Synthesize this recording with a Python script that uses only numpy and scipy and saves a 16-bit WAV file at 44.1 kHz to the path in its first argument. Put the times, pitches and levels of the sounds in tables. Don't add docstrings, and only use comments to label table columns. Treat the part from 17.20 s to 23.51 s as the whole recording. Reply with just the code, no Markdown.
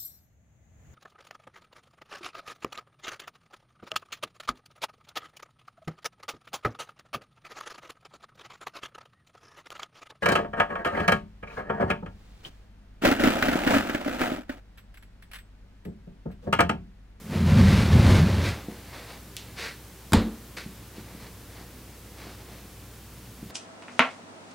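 import sys
import numpy as np
from scipy import signal
from scipy.fft import rfft, irfft, next_fast_len
from scipy.io import wavfile
from scipy.ndimage import uniform_filter1d

SR = 44100
rng = np.random.default_rng(int(sys.argv[2]) if len(sys.argv) > 2 else 0)


def put_to_file(sound):
    columns = np.atleast_2d(sound).T
    safe = np.clip(columns, -1, 1)
    whole_steps = np.round(safe * 32767)
    wavfile.write(sys.argv[1], SR, whole_steps.astype(np.int16))


N = 278403
TIME = np.arange(N) / SR


def from_db(db):
    return 10 ** (np.asarray(db) / 20)


def rms_one(x):
    return x / np.sqrt(np.mean(x ** 2) + 1e-20)


def at_hz(points, hz):
    points = np.array(points)
    return np.interp(np.log(hz + 1e-3), np.log(points[:, 0]), points[:, 1])


def band(x, low_hz, high_hz, order):
    edges = [low_hz, min(high_hz, .45 * SR)]
    return signal.sosfilt(signal.butter(order, edges, "band", fs=SR, output="sos"), x)


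def equalise(x, curve):
    size = 2 * next_fast_len(len(x) // 2 + 4096)
    hz = np.arange(size // 2 + 1) * SR / size
    low_cut = np.clip(hz / curve[0][0], .1, 1) ** 3
    gain = rms_one(from_db(at_hz(curve, hz)) * low_cut)
    cepstrum = irfft(np.log(gain))[:size // 2]
    cepstrum[1:] *= 2
    return irfft(rfft(x, size) * np.exp(rfft(cepstrum, size)))[:len(x)]


def ring(force, modes):
    body = 0
    for hz, db, t60 in modes:
        r, w = from_db(-60 / (t60 * SR)), 2 * np.pi * hz / SR
        body += from_db(db) * signal.lfilter([0, np.sin(w)], [1, -2 * r * np.cos(w), r * r], force + 1e-18)
    return body


def resonate(x, hz, width_hz):
    r, w = np.exp(-np.pi * width_hz / SR), 2 * np.pi * hz / SR
    return signal.lfilter(np.array([1, 0, -1]) * (1 - r * r) / 2, [1, -2 * r * np.cos(w), r * r], x)


def push(start_s, db, contact_ms):
    phase = (TIME - start_s) * 1000 / contact_ms
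    force = np.sin(np.pi * phase) * ((phase > 0) & (phase < 1))
    return from_db(db) * force / (force.sum() + 1e-9)


def decay(start_s, t60):
    return (TIME >= start_s) * from_db(-60 * np.clip((TIME - start_s) / t60, 0, 4))


def release_db(start_s, db_per_s):
    return -db_per_s * np.clip(TIME - start_s, 0, 1)


def swell(middle_s, length_s):
    return .5 ** np.minimum((2 * (TIME - middle_s) / length_s) ** 2, 60)


def drift(per_s):
    knots = rng.standard_normal(int(per_s * N / SR) + 2)
    return rms_one(np.interp(TIME * per_s, np.arange(len(knots)), knots))


def grains(per_s, spread_db):
    hits = rng.random(N) < per_s / SR
    sizes = from_db(spread_db * np.minimum(rng.exponential(1, N), 4))
    return rms_one(hits * sizes * rng.choice([-1, 1], N))


# (frequency [Hz], t60 [s])
ROOM_DECAY = [(100, .3), (450, .45), (1500, .35), (4500, .3), (9000, .21), (15000, .14)]
def room(x, predelay_s=0.0037):
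    t = TIME[:SR // 2]
    edges, tail = np.geomspace(50, 18000, num=10), 0
    for low, high in zip(edges, edges[1:]):
        echoes = band(rng.standard_normal(len(t)), low, high, order=2)
        fade = from_db(-60 * t / at_hz(ROOM_DECAY, np.sqrt(low * high)))
        tail += rms_one(echoes * fade) * np.sqrt((high - low) * np.sum(fade ** 2))
    tail = np.concatenate([np.zeros(int(predelay_s * SR)), tail])
    return signal.fftconvolve(x, tail / np.linalg.norm(tail))[:N]


# (frequency [Hz], rms level [dB])
MAINS_HUM = [(60, -51.5), (120, -60.5), (180, -63), (240, -67.5), (300, -65.5)]
# (frequency [Hz], relative level [dB])
AIR_EQ = [(40, -8), (75, -12), (107, -0.5), (150, -8), (190, -6), (300, -10.5), (450, -12.5), (650, -18),
          (1000, -19), (1900, -22), (4500, -25.5), (8000, -27), (15500, -27.5)]
def room_tone():
    hum = sum(from_db(db) * np.sqrt(2) * np.sin(2 * np.pi * (hz * TIME + rng.random()))
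              for hz, db in MAINS_HUM)
    drone = resonate(rng.standard_normal(N), hz=96, width_hz=28)
    drone = rms_one(resonate(drone, hz=96, width_hz=29))
    air = rms_one(equalise(rng.standard_normal(N), AIR_EQ))
    return hum + from_db(-57) * drone + from_db(-47.5) * air


# (frequency [Hz], relative level [dB])
SIDE_EQ = [(20, -6), (300, 1.5), (1500, -2.5), (6000, -1), (15000, 0.5)]
def side_hiss():
    return from_db(-57) * rms_one(equalise(rng.standard_normal(N), SIDE_EQ))


# (middle [s], length [s], level [dB])
RUSTLE_CUES = [(1.56, 0.29, -52.5), (1.772, 0.12, -45), (1.918, 0.11, -45), (2.287, 0.24, -54),
               (3.785, 0.064, -51), (3.912, .14, -53), (4.047, 0.072, -48), (4.372, 0.14, -51.5),
               (5.022, .08, -45.5), (5.112, 0.08, -49), (5.21, 0.046, -55), (5.34, 0.13, -52.5),
               (6.305, 0.011, -44.5)]
# (frequency [Hz], relative level [dB])
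CLOTH_EQ = [(200, -6), (450, -1), (1000, -3), (1400, -6), (2100, -3), (3100, -11), (4300, -7.5),
            (6500, -18), (14000, -28)]
def clothes():
    rubs = grains(per_s=7000, spread_db=3.5) * from_db(1.1 * drift(per_s=70))
    threads = equalise(rubs, CLOTH_EQ)
    threads = rms_one(threads + from_db(-11) * room(threads))
    return sum(from_db(db) * swell(middle, length) for middle, length, db in RUSTLE_CUES) * threads


# (time [s], attack [s], hold [s], level [dB])
BRUSH_CUES = [(0.426, 0.05, 0.14, -35.5), (1.207, 0.041, .04, -34), (2.358, 0.036, 0.083, -36),
              (3.364, 0.0085, 0.011, -36.5)]
# (frequency [Hz], relative level [dB])
SOLE_EQ = [(400, -0.5), (850, -9.5), (1300, -5.5), (1550, -2), (1800, -2), (2250, -0.5), (3200, -8),
           (4300, -4.5), (5200, -9.5), (7000, -16.5), (10500, -21), (15000, -29)]
def soles():
    fibres = equalise(grains(per_s=12000, spread_db=4), SOLE_EQ)
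    fibres = rms_one(fibres + from_db(-9) * room(fibres))
    strokes = 0
    for start, attack, hold, db in BRUSH_CUES:
        press = np.clip((TIME - start) / attack, 0, 1)
        strokes += press * from_db(db + release_db(start + attack + hold, db_per_s=205))
    return strokes * fibres


# (time [s], force level [dB], contact [ms])
LANDING_CUES = [(1.484, -22.5, 1.57), (3.4604, -23.5, 3.2), (3.7807, -28, 2.1), (3.948, -34, 2.2),
                (4.411, -41.5, 0.53), (5.068, -37.5, 0.51), (5.29, -40.5, 0.44), (6.227, -24, 3),
                (6.295, -43, 0.93)]
# (frequency [Hz], gain [dB], t60 [s])
FLOOR_RING = [(172, -16, 0.058), (217.3, -6.5, 0.1), (301, -2, 0.043), (367, -11, 0.098),
              (465, -3.5, 0.034), (710, -2, 0.03)]
def soft_landings():
    force = sum(push(*cue) for cue in LANDING_CUES)
    thump = band(ring(force, FLOOR_RING), low_hz=151, high_hz=1500, order=2)
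    return thump + from_db(-8.5) * room(thump)


# (time [s], force level [dB])
JOINT_CUES = [(2.1672, -15.5)]
# (frequency [Hz], relative level [dB])
SNAP_EQ = [(1000, -34), (2000, -8), (3200, 0), (5000, -3), (8000, -4), (15000, -6)]
def joint_click():
    force = sum(push(start, db, contact_ms=.05) for start, db in JOINT_CUES)
    snap = equalise(force, SNAP_EQ)
    walls = room(band(snap, low_hz=900, high_hz=6000, order=1), predelay_s=.001)
    return from_db(8) * (snap + walls)


# (time [s], level [dB])
SHOVE_CURVE = [(0.0, -67), (0.028, -61.5), (0.142, -40.5), (0.396, -31.5), (0.616, -33), (0.668, -34.5),
               (0.914, -27), (0.924, -27.5), (1.056, -34.5), (1.19, -36.5)]
def drag_speed_db():
    times, levels = np.transpose(SHOVE_CURVE)
    cruise_db = -32
    return np.interp(TIME, times, levels) - cruise_db + release_db(start_s=1.298, db_per_s=129)


def shake(slips, modes, low_hz, high_hz):
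    body = sum((-1) ** k * from_db(db) * resonate(slips, hz, width)
               for k, (hz, width, db) in enumerate(modes))
    body = band(body, low_hz, high_hz, order=4)
    power = np.abs(uniform_filter1d(body * body, size=2000))
    return body / np.sqrt(power + 1e-12)


# (frequency [Hz], width [Hz], relative level [dB])
BOX_MODES = [(47.3, 4.6, -12), (79, 19.7, -2.5), (93.7, 14.7, 2), (114.6, 14.6, -6), (126, 9.3, -10)]
PANEL_MODES = [(148.5, 12.6, 1.5), (198.6, 22.8, 1), (241, 20.7, -5)]
# (frequency [Hz], relative level [dB])
PILE_EQ = [(250, -1), (350, 1), (450, -4.5), (530, -2.5), (700, -8.5), (1000, -10), (1300, -10.5),
           (1550, -11.5), (2200, -12.5), (3100, -17), (4300, -17.5), (5500, -22.5), (7500, -28.5),
           (11500, -34), (15500, -43)]
# (middle [s], length [s], judder level [dB], drumming level [dB])
LURCH_CUES = [(0.21, 0.066, -30, -32), (0.423, 0.27, -18, -18.5), (0.76, 0.085, -14.5, -20.5),
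              (1.026, 0.073, -25, -17.5), (1.167, 0.11, -23.5, -31)]
def ottoman_drag():
    slips = grains(per_s=420, spread_db=3.5)
    judder = shake(slips, BOX_MODES, low_hz=42, high_hz=149)
    drumming = shake(slips, PANEL_MODES, low_hz=131.5, high_hz=273)
    flicks = grains(per_s=14000, spread_db=2.5) * from_db(0.83 * judder + drift(per_s=45.15))
    fibres = equalise(flicks, PILE_EQ)
    fibres = rms_one(fibres + from_db(-12.5) * room(fibres))
    speed_db, calm_db_per_s = drag_speed_db(), 10
    box_gain = from_db(-21 + 1.45 * speed_db)
    panel_gain = from_db(-17.5 + 1.07 * speed_db - calm_db_per_s * TIME)
    pile_gain = from_db(-28.5 + 0.94 * speed_db)
    box_lurch = sum(from_db(db) * swell(middle, length) for middle, length, db, _ in LURCH_CUES)
    panel_lurch = sum(from_db(db) * swell(middle, length) for middle, length, _, db in LURCH_CUES)
    body = np.hypot(box_gain, box_lurch) * judder + np.hypot(panel_gain, panel_lurch) * drumming
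    return body + pile_gain * fibres


# (time [s], thud drive [dB], slap drive [dB], contact [ms])
HEEL_CUES = [(2.921, -14, -12, 4.6), (2.9331, -6.5, 3.5, 0.69), (2.9638, 1, -45, 7.4)]
# (frequency [Hz], gain [dB], t60 [s])
OTTOMAN_RING = [(49, -25.5, 0.59), (97.8, -12, 0.17), (179, -21, 0.41), (215.4, -13, 0.61),
                (233, -6.5, 0.12), (230.3, -12, 0.62), (297, -22, 0.73), (338, -30.5, 1), (464, -34, 0.94),
                (700, -16, 0.034), (890, -4.5, 0.047), (1140, -13, 0.089)]
# (frequency [Hz], relative level [dB])
SLAP_EQ = [(200, 22), (700, 1), (1200, 0.5), (1800, -3), (2800, -6), (4100, -2.5), (5800, -12.5),
           (7800, -8.5), (11500, -15), (15500, -20)]
def heel_on_lid():
    force = sum(push(start, db, contact_ms) for start, db, _, contact_ms in HEEL_CUES)
    thud = band(-ring(force, OTTOMAN_RING), low_hz=46.4, high_hz=3000, order=3)
    thud *= from_db(release_db(start_s=3.12, db_per_s=170))
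    contact = sum(from_db(db) * (decay(start, t60=0.018) + from_db(-20.5) * decay(start, t60=0.085))
                  for start, _, db, _ in HEEL_CUES)
    slap = equalise(contact * rng.standard_normal(N), SLAP_EQ)
    crack = sum(push(start, db, contact_ms=0.024) for start, _, db, _ in HEEL_CUES)
    walls = room(band(equalise(crack, SLAP_EQ), low_hz=320, high_hz=4800, order=1))
    return thud + from_db(-7) * slap + from_db(9.5) * walls


def scene():
    ottoman = ottoman_drag() + heel_on_lid()
    person = soft_landings() + joint_click() + soles() + clothes()
    centre = ottoman + person + room_tone()
    side = side_hiss()
    return np.array([centre + side, centre - side])


def record(dry):
    cutoff_hz = 15750
    low_pass = signal.ellip(10, .1, 70, cutoff_hz, fs=SR, output="sos")
    return signal.sosfilt(low_pass, np.clip(dry, -1, 1))


dry = scene()
out = record(dry)
put_to_file(out)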